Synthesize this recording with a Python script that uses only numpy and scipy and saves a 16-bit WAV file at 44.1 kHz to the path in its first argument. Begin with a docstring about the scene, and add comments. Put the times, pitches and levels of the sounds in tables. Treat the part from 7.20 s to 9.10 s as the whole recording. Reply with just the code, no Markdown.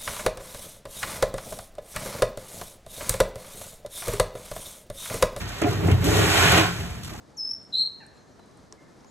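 """A small bird in a dense evergreen gives a thin falling whistle, then a lower, louder buzz.
Each call is a tone on a moving pitch; the buzz comes from a fast vibrato, a wobble of that pitch.
Trunks and foliage scatter the calls into a short fluttering tail. Other birds call faintly farther off.
Twigs tick, knock softly and give one sharp snap, over a low outdoor hush of filtered noise."""
import sys
import numpy as np
from scipy import signal
from scipy.fft import rfft, irfft
from scipy.io import wavfile
from scipy.ndimage import uniform_filter1d

SR = 44100
rng = np.random.default_rng(int(sys.argv[2]) if len(sys.argv) > 2 else 0)


def log_audio(samples):
    """Write samples as a 16-bit WAV file to the path given in sys.argv[1]."""
    # one column per channel
    frames = np.atleast_2d(samples).T
    # limit to full scale, then quantise
    limited = np.clip(frames, -1, 1)
    pcm = np.round(limited * 32767).astype(np.int16)
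    wavfile.write(sys.argv[1], SR, pcm)


N = 83790

# tone of the outdoor hush (frequency [Hz], relative level [dB])
HUSH_TONE = [(25, -19.5), (45, -5.5), (96, 1.5), (257, .5), (392, -3), (700, -7), (1100, -11.5),
             (1900, -17), (2710, -25), (3500, -23.5), (4000, -21), (6200, -23), (9000, -30), (12500, -38.5),
             (13700, -43)]
# stereo width of the hush (frequency [Hz], side against middle [dB])
HUSH_WIDTH = [(40, -2), (150, -7), (500, -3.5), (1500, -4), (12000, -15.5)]
# far peeps (start [s], length [s], pitch [Hz], level [dB])
PEEPS = [(0.13, 0.025, 850, -63.5), (1.195, 0.045, 3990, -67), (1.578, 0.019, 2100, -63),
         (1.601, 0.055, 1750, -70), (1.3, 0.065, 3970, -76)]
# faint high twitters (start [s], length [s], first pitch [Hz], last pitch [Hz], level [dB])
FAR_TWITTERS = [(0.941, .05, 7600, 7000, -75), (0.994, 0.043, 6500, 6270, -72),
                (1.036, 0.05, 7300, 7780, -84), (1.113, 0.043, 6000, 5670, -73),
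                (1.865, 0.065, 6700, 7340, -66)]
# stereo width of the scattered sound (frequency [Hz], side against middle [dB])
FOLIAGE_WIDTH = [(1000, -0.5), (4000, -10.5), (5500, -11), (8000, -8), (12000, 2.5)]
# the whistle's tune (time [s], pitch [Hz])
WHISTLE_TUNE = [(.166, 7450), (.173, 6000), (.179, 5520), (.186, 5340), (.215, 5170), (.235, 5200),
                (.262, 5278), (.308, 5368), (.319, 5443), (.329, 5270)]
# how hard the bird whistles (time [s], level [dB])
WHISTLE_EFFORT = [(.166, -59), (.173, -42.5), (.186, -34), (.2, -29.5), (.228, -33), (.3, -34),
                  (.318, -27.5), (.329, -44)]
# the whistle's overtone, an octave up (time [s], level against the main tone [dB])
WHISTLE_OCTAVE = [(.168, -31), (.18, -10.5), (.19, -37.5), (.225, -42), (.24, -32), (.32, -26.5)]
# foliage soaks up the overtones (frequency [Hz], gain [dB])
LEAF_FILTER = [(5000, 1.5), (8000, -4), (12000, -4.5)]
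# echoes off nearby trunks and boughs (delay [s], gain [dB])
BOUGH_ECHOES = [(.005, -14), (0.0134, -16), (0.022, -21), (0.033, -17), (.052, -15.5)]
# the near bird's direct sound leans left in the treble (frequency [Hz], right ear gain [dB])
RIGHT_EAR_SHADE = [(4000, -1.2), (5300, -2.5), (8000, -5), (12000, -11)]
# small twig ticks (time [s], level [dB], ring [Hz])
TWIG_TICKS = [(.4295, -55, 8600), (.4435, -57.5, 9700), (.4565, -61, 8800), (.865, -49, 8950),
              (.9675, -59.5, 7660), (1.2595, -59.5, 8900), (1.3115, -54, 6200), (1.373, -53.5, 8900),
              (1.807, -55.5, 5700), (1.8455, -49, 5650), (1.882, -66, 4570)]
# twigs lose their highest treble (frequency [Hz], gain [dB])
TWIG_FILTER = [(8800, -2), (10500, -7.5), (13500, -6)]
# the buzz (time [s], centre pitch [Hz], level [dB], harmonic 2 [dB], harmonic 3 [dB]);
# both harmonics are set against the main tone
BUZZ_SHAPE = [(.524, 3900, -49, -30.5, -40.5), (.533, 3960, -31, -30, -37.5), (.553, 3946, -24.5, -38, -38),
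              (.58, 4050, -26.5, -25, -40), (.6, 4110, -25, -24.5, -39.5),
              (.625, 4090, -26.5, -30.5, -43.5), (.636, 4080, -27.5, -21, -38)]
# soft knocks (time [s], level [dB], ring [Hz])
SOFT_KNOCKS = [(1.194, -42, 660), (1.526, -40, 280), (1.846, -47.5, 960)]
# the two quick breaks of one snap (time [s], level [dB])
SNAP_BREAKS = [(1.5249, -31), (1.5254, -54)]
# tones the snapping twig rings with (frequency [Hz], gain [dB], time to fade by 60 dB [s])
SNAP_RINGS = [(1070, -8.5, 0.02), (1670, -16, 0.014), (4100, -33, .004), (5680, 4, .006),
              (6420, 2.5, 0.0047), (8120, -2.5, 0.0066)]


def undb(db):
    """Turn decibels into a gain."""
    return 10 ** (np.asarray(db) / 20)


def clock():
    """The time of every sample, in seconds."""
    return np.arange(N) / SR


def curve(rows, column=1):
    """One column of a table, joined by straight lines in time."""
    rows = np.array(rows)
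    return np.interp(clock(), rows[:, 0], rows[:, column])


def unit(x):
    """Scale a signal to an average (rms) size of 1."""
    return x / np.sqrt(np.mean(x ** 2))


def pan(db):
    """Left and right gains, with the left louder by db."""
    return undb(np.array([[db], [-db]]) / 2)


def colour(x, points):
    """Filter a sound by a curve of (Hz, dB) points."""
    hz, db = np.array(points).T
    freqs = np.arange(N // 2 + 1) * SR / N + 1
    return irfft(rfft(x) * undb(np.interp(np.log(freqs), np.log(hz), db)), N)


def wander(rate):
    """A smooth random wiggle of size 1 that turns about rate times a second."""
    step = max(int(SR / rate), 1)
    stairs = np.repeat(rng.standard_normal(N // step + 1), step)[:N]
    return unit(uniform_filter1d(stairs, step))


def decay(age, t60):
    """A fade that falls by 60 dB every t60 seconds."""
    return np.exp(-np.log(1000) * age / t60)


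def gate(start, end, attack_s=0.0025, release_s=0.0047):
    """Switch a note softly on and off."""
    opening = np.clip((clock() - start) / attack_s + .5, 0, 1)
    closing = np.clip(1 - (clock() - end) / release_s, 0, 1)
    return np.sin(np.pi / 2 * opening * closing) ** 2


def widen(middle, side, width):
    """Make stereo: filter the side signal, add it on the left and subtract it on the right."""
    return middle + colour(side, width) * np.array([[1], [-1]])


def hush(level_db=-54.5, rise_db_per_s=0.3, flicker_db=1):
    """Wide, low outdoor noise that flickers and swells very slightly."""
    middle, side = (unit(colour(rng.standard_normal(N), HUSH_TONE)) * undb(flicker_db * wander(25))
                    for _ in range(2))
    swell = undb(level_db + rise_db_per_s * (clock() - 0.5))
    return widen(middle, side, HUSH_WIDTH) * pan(0.54) * swell


def bird_tone(hz, levels_db):
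    """A bird's voice: harmonics at 1, 2, 3... times a moving pitch, each with its own level."""
    phase = 2 * np.pi * np.cumsum(hz) / SR
    return np.sqrt(2) * sum(undb(db) * np.sin(k * phase) for k, db in enumerate(levels_db, 1))


def far_call(start, length, first_hz, last_hz, levels_db, waver, rate):
    """One short, straight slide in pitch, roughened by a random waver."""
    end = start + length
    hz = curve([(start, first_hz), (end, last_hz)]) * (1 + waver * wander(rate))
    return bird_tone(hz, levels_db) * gate(start, end)


def far_birds():
    """Thin peeps, a falling yelp and some twittering, half lost in the wood."""
    calls = far_call(.803, .0332, 945, 772, [-58, -53.5, -64], waver=.035, rate=900)  # the yelp
    for start, length, hz, db in PEEPS:
        calls += far_call(start, length, hz, hz, [db], waver=.0082, rate=500)
    for start, length, first_hz, last_hz, db in FAR_TWITTERS:
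        calls += far_call(start, length, first_hz, last_hz, [db], waver=.042, rate=700)
    return calls + undb(-2) * foliage(calls, t60=0.78)


def foliage(sound, t60, build_up_s=0.0058):
    """Countless tiny echoes off leaves and trunks blur into a dying tail."""
    middle, side = rng.standard_normal((2, N))
    fade = np.clip(clock() / build_up_s - .5, 0, 1) * decay(clock(), t60)
    echoes = widen(middle, side, FOLIAGE_WIDTH) * fade / np.sqrt(np.sum(fade ** 2))
    return signal.fftconvolve(sound[None], echoes, axes=1)[:, :N]


def whistle(waver=.002):
    """A nearly pure note that drops steeply, then creeps up to a final accent."""
    hz = curve(WHISTLE_TUNE) * (1 + waver * wander(400))
    tone = bird_tone(hz, [0, curve(WHISTLE_OCTAVE)])
    return tone * undb(curve(WHISTLE_EFFORT)) * gate(WHISTLE_TUNE[0][0], WHISTLE_TUNE[-1][0])


def through_tree(voice):
    """The near bird's voice arrives directly, off the nearest boughs and through the foliage."""
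    t = clock()
    direct = np.array([voice, colour(voice, RIGHT_EAR_SHADE)])
    dull = colour(voice, LEAF_FILTER)
    echoes = sum(undb(db) * np.interp(t - delay, t, dull) for delay, db in BOUGH_ECHOES)
    scatter = undb(-5.5) * foliage(dull, t60=0.33)
    tail = undb(-17) * foliage(dull, t60=0.74)
    return direct + echoes + scatter + tail


def taps(rows, t60, width_octaves):
    """Twig ticks or knocks: each contact is a dying burst of noise that rings around one pitch."""
    t, out = clock(), 0
    freqs = np.arange(N // 2 + 1) * SR / N + 1
    for start, db, hz in rows:
        burst = rng.standard_normal(N) * (t >= start) * decay(np.abs(t - start), t60)
        resonance = unit(1 / (1 + (np.log2(freqs / hz) / width_octaves) ** 2))
        out += undb(db) * irfft(rfft(burst) * resonance, N)
    return out


def buzz(vibrato_hz=74.85, dip_s=.563, skew=.3, narrowing_hz_per_s=280, waver=.006):
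    """A fast pitch wobble: louder at each crest, richer in overtones at each dip."""
    start, end = BUZZ_SHAPE[0][0], BUZZ_SHAPE[-1][0]
    turn = 2 * np.pi * vibrato_hz * (clock() - dip_s)
    swing = -np.cos(turn) - skew * np.cos(2 * turn)  # flat crests, sharp dips
    depth_hz = 210 - narrowing_hz_per_s * (clock() - start)
    hz = (curve(BUZZ_SHAPE) + depth_hz * swing) * (1 + waver * wander(600))
    overtones_db = [curve(BUZZ_SHAPE, column) - 3.5 * swing for column in (3, 4)]
    effort = undb(curve(BUZZ_SHAPE, column=2) + .8 * wander(250))  # with a slight flutter
    return bird_tone(hz, [4.5 * swing] + overtones_db) * effort * gate(start, end)


def snap(contact_s=.00025):
    """A twig gives way in two quick breaks, and both set the same short tones ringing."""
    out = 0
    for start, db in SNAP_BREAKS:
        age = np.maximum(clock() - start, 0)
        ring = sum(undb(db + ring_db) * np.sin(2 * np.pi * hz * age) * decay(age, t60)
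                   for hz, ring_db, t60 in SNAP_RINGS)
        out += ring * np.clip(age / contact_s, 0, 1)
    return out


def scene():
    """Hush, birds and twigs together, in stereo."""
    ticks = taps(TWIG_TICKS, t60=0.02, width_octaves=0.18)
    knocks = taps(SOFT_KNOCKS, t60=0.038, width_octaves=0.5)
    twigs = colour(ticks + knocks + snap(), TWIG_FILTER) * pan(1.7)
    return hush() + through_tree(whistle() + buzz()) + far_birds() + twigs


def record(dry):
    """Cut away the treble above 13700 Hz."""
    return signal.sosfilt(signal.ellip(10, .2, 80, 13700, fs=SR, output="sos"), dry)


dry = scene()
out = record(dry)
log_audio(out)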